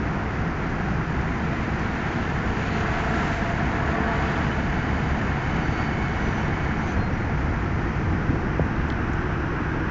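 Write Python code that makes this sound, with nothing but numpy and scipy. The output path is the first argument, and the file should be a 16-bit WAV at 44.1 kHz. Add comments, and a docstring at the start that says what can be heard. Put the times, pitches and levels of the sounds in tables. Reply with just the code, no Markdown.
"""A large ferry's main diesel drones as it manoeuvres in a harbour, heard from the quay on a small camera.
Two generators throb, a blower hums and fans roar over the exhaust. As the propellers take load
the water hisses, a thruster whines in two pushes and turbochargers whistle.
Small birds chirp briefly, a breeze buffets the microphone, and there are a few close ticks and knocks;
the camera's electronics whine faintly."""
import sys
import numpy as np
from scipy import signal
from scipy.fft import rfft, irfft
from scipy.io import wavfile
from scipy.ndimage import map_coordinates

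SR = 44100
rng = np.random.default_rng(int(sys.argv[2]) if len(sys.argv) > 2 else 0)


def persist_wave(psi):
    """Save psi, clipped to +-1, as 16-bit WAV."""
    counts = np.round(np.clip(psi, -1, 1) * 32767).astype(np.int16)
    wavfile.write(sys.argv[1], SR, np.atleast_2d(counts).T)


N = 436590
TIME = np.arange(N) / SR
FREQ = np.maximum(np.arange(N // 2 + 1) * SR / N, 1)

# diesel exhaust spectrum (frequency [Hz], relative level [dB])
EXHAUST_SPECTRUM = [(12, -22), (25, -8.5), (42, -7), (62, -6.5), (88, -10), (120, -1.8), (150, -0.8),
                    (215, -1), (280, -6.3), (380, -9.5), (480, -12.5), (600, -21.5), (1000, -37.5)]
# thruster pushes (time [s], length [s], gear level [dB])
PUSHES = [(3.06, 0.7, -39.7), (4.05, 0.9, -38)]


def undb(db):
    """Decibels to gain."""
    return 10 ** (np.asarray(db) / 20)


def unit(x):
    """Scale to rms 1."""
    return x / np.sqrt(np.mean(x ** 2))


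def noise():
    """White noise."""
    return rng.standard_normal(N)


def walk(rate_hz):
    """Smooth random drift, spread about 1."""
    points = rng.standard_normal(2048)
    return map_coordinates(points, [TIME[::32] * rate_hz], order=3, mode="wrap").repeat(32)[:N]


def add(out, start_s, sound):
    """Mix in a short sound."""
    i = int(start_s * SR)
    out[i:i + len(sound)] += sound[:max(N - i, 0)]


def curve(table, column):
    """Column of a timed table, linearly interpolated."""
    rows = np.array(table)
    return np.interp(TIME, rows[:, 0], rows[:, column])


def plateau(full_s, off_s, rise_db_per_s, fall_db_per_s):
    """Attack, hold and release in dB; 0 during the hold."""
    return -rise_db_per_s * np.maximum(full_s - TIME, 0) - fall_db_per_s * np.maximum(TIME - off_s, 0)


def swell(at_s, length_s):
    """Gaussian bell of gain, peak 1."""
    return np.exp(-(2 * (TIME - at_s) / length_s) ** 2)


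def power_sum(*gains):
    """Joint gain of uncorrelated parts."""
    return np.sqrt(sum(gain ** 2 for gain in gains))


def colour(x, spectrum):
    """Filter by (Hz, dB) points, rolling off beyond both ends; rms 1."""
    hz, db = np.transpose(spectrum)
    rolloff = np.minimum(FREQ / hz[0], 1) ** 2 * np.minimum(hz[-1] / FREQ, 1) ** 2
    gain = undb(np.interp(np.log(FREQ), np.log(hz), db))
    return unit(irfft(rfft(x) * rolloff * gain, N))


def ring(x, hz, width_hz):
    """Resonance applied twice for steep skirts; rms 1."""
    detuning = (FREQ / hz - hz / FREQ) * hz / width_hz / np.sqrt(2)
    return unit(irfft(rfft(x) / (1 + 1j * detuning) ** 2, N))


def rush(at_s, length_s, hz, width_hz, db):
    """Band of turbulence that swells and fades once."""
    return undb(db) * ring(noise(), hz, width_hz) * swell(at_s, length_s)


def tone(hz, partials):
    """Partials (ratio, width [Hz], level [dB], steady share), each part steady, part turbulent."""
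    phase = 2 * np.pi * np.cumsum(hz * np.ones(N)) / SR
    out = 0
    for ratio, width_hz, db, steady in partials:
        smear = walk(width_hz) + 1j * walk(width_hz)
        amplitude = np.sqrt(2 * steady) + np.sqrt(1 - steady) * smear
        out += undb(db) * np.real(amplitude * np.exp(1j * ratio * phase))
    return out


def drone(hz, orders, wander=.0006, fade_db=1.1, fade_hz=1.6):
    """Machine lines (order, level [dB]) fading on their paths over the water; returns sound, phase."""
    phase = 2 * np.pi * np.cumsum(hz * (1 + wander * walk(1.998))) / SR
    out = 0
    for order, db in orders:
        gain = undb(db + fade_db * walk(fade_hz))
        out += gain * np.sin(order * phase + 2 * np.pi * rng.random())
    return np.sqrt(2) * out, phase


def electronics():
    """Faint steady whine of the camera."""
    # (frequency [Hz], rms level [dB])
    lines = [(4980.5, -67.5), (5273.4, -73), (5566.4, -68), (5859.4, -68), (6152.4, -70.5)]
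    return np.sqrt(2) * sum(undb(db) * np.sin(2 * np.pi * hz * TIME) for hz, db in lines)


def ticks(decay_s=0.0022):
    """Dry ticks, as of fingers on the camera's case."""
    # (time [s], centre [Hz], width [Hz], onset level [dB])
    taps = [(1.795, 6500, 2000, -43), (5.474, 5900, 1200, -45), (8.761, 3400, 1500, -41),
            (8.813, 4100, 900, -46), (8.885, 6700, 1200, -44), (8.9015, 2500, 2200, -28.5),
            (8.922, 3900, 2000, -40.5), (9.087, 3900, 1200, -44), (9.132, 6400, 1500, -44),
            (9.137, 6300, 1500, -49)]
    out, t = np.zeros(N), TIME[:SR // 20]
    for at_s, hz, width_hz, db in taps:
        band = signal.butter(2, [hz - width_hz / 2, hz + width_hz / 2], "band", fs=SR, output="sos")
        burst = unit(signal.sosfilt(band, rng.standard_normal(len(t))))
        add(out, at_s, undb(db) * burst * np.exp(-t / decay_s))
    return out


def knocks():
    """Soft thumps on the microphone, one to a few cycles each."""
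    # (time [s], frequency [Hz], length [s], envelope peak [dB])
    thumps = [(8.296, 95, .011, -12.5), (8.306, 260, .011, -15), (8.5967, 470, .002, -7.5),
              (8.607, 155, .03, -17)]
    return -sum(undb(db) * np.sin(2 * np.pi * hz * (TIME - at_s)) * swell(at_s, length_s)
                for at_s, hz, length_s, db in thumps)


def breeze(lull_db=-34, gust_db=-32):
    """Low turbulence at the microphone: a lull, one long gust, a few stronger eddies."""
    # eddies (time [s], length [s], centre [Hz], level [dB])
    buffets = [(6.984, 0.06, 90, -22), (7.103, 0.05, 95, -22), (7.487, 0.13, 105, -27),
               (8.138, 0.15, 80, -24), (8.35, 0.04, 188, -27), (8.778, 0.085, 90, -25)]
    gust = undb(gust_db + plateau(full_s=6, off_s=8.6, rise_db_per_s=9.5, fall_db_per_s=9.5))
    rumble = colour(noise(), [(8, -12), (32, -3), (55, 0.5), (100, -1), (200, -19)])
    rumble *= power_sum(undb(lull_db), gust) * undb(0.6 * walk(11))
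    return rumble + sum(rush(at_s, length_s, hz, hz, db) for at_s, length_s, hz, db in buffets)


def birds(rasp=0.002):
    """Thin gliding chirps with a slight rasp."""
    # (time [s], length [s], start [Hz], middle [Hz], end [Hz], level [dB])
    chirps = [(5.61, .08, 5880, 6020, 6080, -57), (5.68, .1, 6180, 6200, 6250, -62),
              (6.18, .16, 5820, 6030, 5700, -56), (6.33, .09, 6080, 6070, 6140, -55),
              (6.39, .12, 5400, 5740, 5740, -60), (6.775, .05, 5300, 5750, 6080, -57),
              (6.8, .09, 6300, 6390, 6370, -60), (6.85, .11, 6050, 6100, 6160, -56),
              (6.96, .14, 4160, 4200, 4160, -53), (7.1, .08, 5600, 5800, 5820, -62.5),
              (7.16, .13, 4220, 4200, 4170, -60)]
    out, waver = np.zeros(N), 1 + rasp * walk(210)
    for at_s, length_s, first_hz, middle_hz, last_hz, db in chirps:
        progress = np.linspace(0, 1, int(length_s * SR))
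        arch = np.polyfit([0, .5, 1], [first_hz, middle_hz, last_hz], 2)
        hz = np.polyval(arch, progress) * waver[int(at_s * SR):][:len(progress)]
        envelope = undb(db) * np.sqrt(2) * np.sin(np.pi * progress)
        add(out, at_s, envelope * np.sin(2 * np.pi * np.cumsum(hz) / SR))
    return out


def fans(level_db=-35, growth_db=5, turn_s=(7.4, 9.55)):
    """Engine-room ventilation: the roar grows and changes colour as the ship turns."""
    # spectra before and after the turn (frequency [Hz], relative level [dB])
    spectrum_before = [(270, -6.5), (328, 6.5), (410, -8), (610, -5.5), (730, 1), (900, -0.5), (1200, -1),
                       (1380, 1), (1560, -2.5), (1800, -4.5), (2050, -3.5), (2500, -12), (3000, -21),
                       (3600, -32.5), (4700, -27), (5400, -34), (7000, -43)]
    spectrum_after = [(250, 5), (340, 9), (420, -3), (490, -2), (580, -5.5), (730, -1), (1200, -1),
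                      (1560, 2.5), (1800, -2.5), (2100, -8.5), (2500, -11), (3000, -17.5), (3600, -26),
                      (4700, -30.5), (5400, -34), (7000, -39)]
    turned = np.interp(TIME, turn_s, [0, 1])
    before = colour(noise(), spectrum_before) * undb(level_db) * np.sqrt(1 - turned)
    after = colour(noise(), spectrum_after) * undb(level_db + growth_db) * np.sqrt(turned)
    return (before + after) * undb(0.26 * walk(14))


def auxiliaries(blade_hz=163.05):
    """A blower's blade tone and octave fade in and out over the hum of smaller machines."""
    # (time [s], blade tone [dB], octave [dB])
    blower_levels = [(0, -34.5, -49), (1.05, -32.5, -48), (1.8, -43, -44), (4.7, -43, -43), (5.6, -45, -49),
                     (7.4, -46, -50), (8.7, -44, -41), (9.9, -38, -44)]
    # (frequency [Hz], start level [dB], end level [dB])
    hums = [(148.3, -42, -42), (296.6, -52, -52)]
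    blower, _ = drone(blade_hz, [(1, curve(blower_levels, 1)), (2, curve(blower_levels, 2))])
    return blower + sum(drone(hz, [(1, np.linspace(start_db, end_db, N))])[0]
                        for hz, start_db, end_db in hums)


def water(load_db, wash_db=-32.5, spray_db=-43, burst_db=-42, wash_share=0.82, over_gear_db=4):
    """Propeller wash with finer spray above; both follow the load and surge with the thruster."""
    # spectra (frequency [Hz], relative level [dB])
    wash_spectrum = [(300, -15.5), (480, -4.5), (590, -3), (700, 4.5), (850, 1.5), (1050, 0), (1230, -6),
                     (1360, 0.5), (1560, 1), (1780, 0.5), (2100, -6.5), (2450, -12.5), (3700, -24.5),
                     (7000, -45)]
    spray_spectrum = [(1000, -6), (2000, 2.5), (2500, 2), (3000, -2), (3400, -7.5), (4100, -10),
                      (4800, -10), (5300, -17.5), (5700, -14.5), (6200, -13), (7000, -13.5), (7500, -30)]
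    # water boiling up (time [s], length [s], centre [Hz], width [Hz], level [dB])
    surges = [(1.57, 0.25, 1930, 600, -41), (2.05, 1, 1660, 883, -41), (2.73, 0.17, 4160, 700, -52.5),
              (3.17, 0.94, 1530, 896, -36), (3.24, 0.5, 6330, 2630, -54), (4.32, 0.52, 1460, 860, -36)]
    pushes = [undb(db + over_gear_db) * swell(at_s, length_s) for at_s, length_s, db in PUSHES]
    # one burst of spray as the thruster bites
    burst = undb(burst_db + plateau(full_s=2.66, off_s=2.66, rise_db_per_s=71, fall_db_per_s=6.5))
    wash = colour(noise() * undb(walk(150)), wash_spectrum) * undb(0.29 * walk(9))
    wash *= power_sum(undb(wash_db + wash_share * load_db), *pushes)
    spray = colour(noise() * undb(1.2 * walk(190)), spray_spectrum) * undb(0.95 * walk(12))
    spray *= power_sum(undb(spray_db + load_db), burst)
    return wash + spray + sum(rush(*surge) for surge in surges)


def turbochargers(full_s=4.2, flare_width_hz=25, flare_steady=.7):
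    """Thin whistles follow the boost, creep up in pitch and each swell once; two more flare briefly."""
    # (pitch at full_s [Hz], climb [Hz/s], width [Hz], level [dB], steady share [0-1],
    #  swell time [s], swell length [s], swell level [dB])
    whistles = [(2194, 3, 25, -48.5, .8, 5.98, .75, -43), (3000, 12, 70, -55, .25, 5.95, .4, -57),
                (4520, 8, 40, -67.5, .8, 5.77, .45, -56)]
    # (time [s], length [s], pitch [Hz], level [dB])
    flares = [(3.17, .2, 1358, -36), (6.62, .36, 2224, -43)]
    boost = undb(plateau(full_s, off_s=6.65, rise_db_per_s=7.5, fall_db_per_s=38.5))
    out = sum(tone(hz, [(1, flare_width_hz, db, flare_steady)]) * swell(at_s, length_s)
              for at_s, length_s, hz, db in flares)
    for hz, climb_hz_per_s, width_hz, db, steady, at_s, length_s, swell_db in whistles:
        gain = power_sum(undb(db) * boost, undb(swell_db) * swell(at_s, length_s))
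        out += gain * tone(hz + climb_hz_per_s * (TIME - full_s), [(1, width_hz, 0, steady)])
    return out


def thruster(load_db, gear_hz=442, gear_db=-50, howl_hz=683, howl_db=-37.3):
    """The gear spins up, whining faintly under load and loudly at each push; the tunnel howls."""
    # gear and tunnel partials (pitch ratio, width [Hz], relative level [dB], steady share [0-1])
    gear_partials = [(.5, 8, -1, .8), (1, 12, 0, .88), (1.76, 25, -8, .4), (2, 40, -7, .3),
                     (2.19, 30, -4, .4), (2.58, 30, -5, .45), (2.97, 45, -4, .35), (3.9, 120, -6, 0)]
    howl_partials = [(.97, 22, -6, .4), (1, 24, 0, .62), (1.03, 30, -6.5, .25)]
    spun_up_s, climb_hz_per_s, howl_waver = 3.8, 6, .007
    howl = tone(howl_hz * (1 + howl_waver * walk(4)), howl_partials)
    howl *= undb(howl_db + plateau(full_s=2.97, off_s=4.05, rise_db_per_s=35, fall_db_per_s=14))
    gear = tone(gear_hz - climb_hz_per_s * np.maximum(spun_up_s - TIME, 0), gear_partials)
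    pushes = [undb(db) * swell(at_s, length_s) for at_s, length_s, db in PUSHES]
    return howl + gear * power_sum(undb(gear_db + load_db), *pushes)


def generator(cycle_hz, orders, comb_db, wander=.0005):
    """Unequal cylinders repeat a pattern each working cycle: a throbbing comb, a few lines strong."""
    size = 4096  # samples per cycle
    multiples = np.arange(size // 2 + 1)
    hz, db = np.transpose(EXHAUST_SPECTRUM)
    lines_db = comb_db + np.interp(multiples * cycle_hz, hz, db, left=-np.inf, right=-np.inf)
    phases = np.exp(2j * np.pi * rng.random(len(multiples)))
    crank = np.cumsum(cycle_hz * (1 + wander * walk(2))) / SR % 1 * size
    strong, start_db, end_db = np.transpose(orders)
    sounds = []
    for strong_db in (start_db, end_db):
        lines_db[strong.astype(int)] = strong_db
        cycle = irfft(undb(lines_db) * phases) * size / np.sqrt(2)
        sounds.append(np.interp(crank, np.arange(size + 1), np.append(cycle, cycle[0])))
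    start, end = sounds
    return start + (end - start) * TIME / TIME[-1]


def generators():
    """Two governed four-strokes beat against each other; their lines shift in level as the ship turns."""
    # strong exhaust lines (multiple of the cycle rate, start level [dB], end level [dB])
    first_orders = [(8, -47, -45), (10, -42, -39), (16, -48, -45), (17, -43, -38), (23, -48, -44),
                    (24, -48, -41), (26, -45, -43), (28, -48, -48), (33, -47, -45), (36, -47, -50),
                    (44, -50, -46), (59, -55, -48)]
    second_orders = [(5, -46, -45), (12, -38, -37), (18, -46, -47), (35, -47, -50), (37, -50, -51),
                     (49, -52, -50)]
    first = generator(cycle_hz=6.038, orders=first_orders, comb_db=-51)
    second = generator(cycle_hz=6.238, orders=second_orders, comb_db=-54)
    return first + second


def main_diesel(load_db, octave_cap_db=-39.5, gas_db=-29.3, puff_depth=0.19, gas_share=0.26):
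    """The engine drones, slowly speeding up; exhaust gas puffs at each firing and grows with load."""
    # (time [s], firing rate [Hz], level [dB])
    firing = [(0, 63.3, -46), (1.25, 64.6, -39), (2.1, 67.3, -43), (3.5, 68.6, -39), (4.25, 69.1, -33.5),
              (5.0, 69.6, -33), (5.8, 69.6, -40), (6.5, 70, -46), (9.9, 71, -44)]
    firing_db = curve(firing, 2)
    octave_db = np.minimum(firing_db - 0.5, octave_cap_db)
    engine, phase = drone(curve(firing, 1), [(1, firing_db), (2, octave_db)])
    gas = colour(noise() * (1 + puff_depth * np.cos(phase)), EXHAUST_SPECTRUM)
    return engine + gas * undb(gas_db + gas_share * load_db)


def scene():
    """Ship, harbour and microphone in mono; the propellers take load, hold it and ease off."""
    load_db = plateau(full_s=2.86, off_s=6.29, rise_db_per_s=1.5, fall_db_per_s=4)
    machinery = main_diesel(load_db) + generators() + auxiliaries() + fans()
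    manoeuvre = thruster(load_db) + turbochargers() + water(load_db)
    return (machinery + manoeuvre + birds() + ticks() + breeze() + knocks() + electronics())[None]


def record(dry):
    """The camera cuts the treble steeply."""
    cutoff_hz = 7400
    return signal.sosfilt(signal.ellip(10, .2, 80, cutoff_hz, fs=SR, output="sos"), dry)


dry = scene()
out = record(dry)
persist_wave(out)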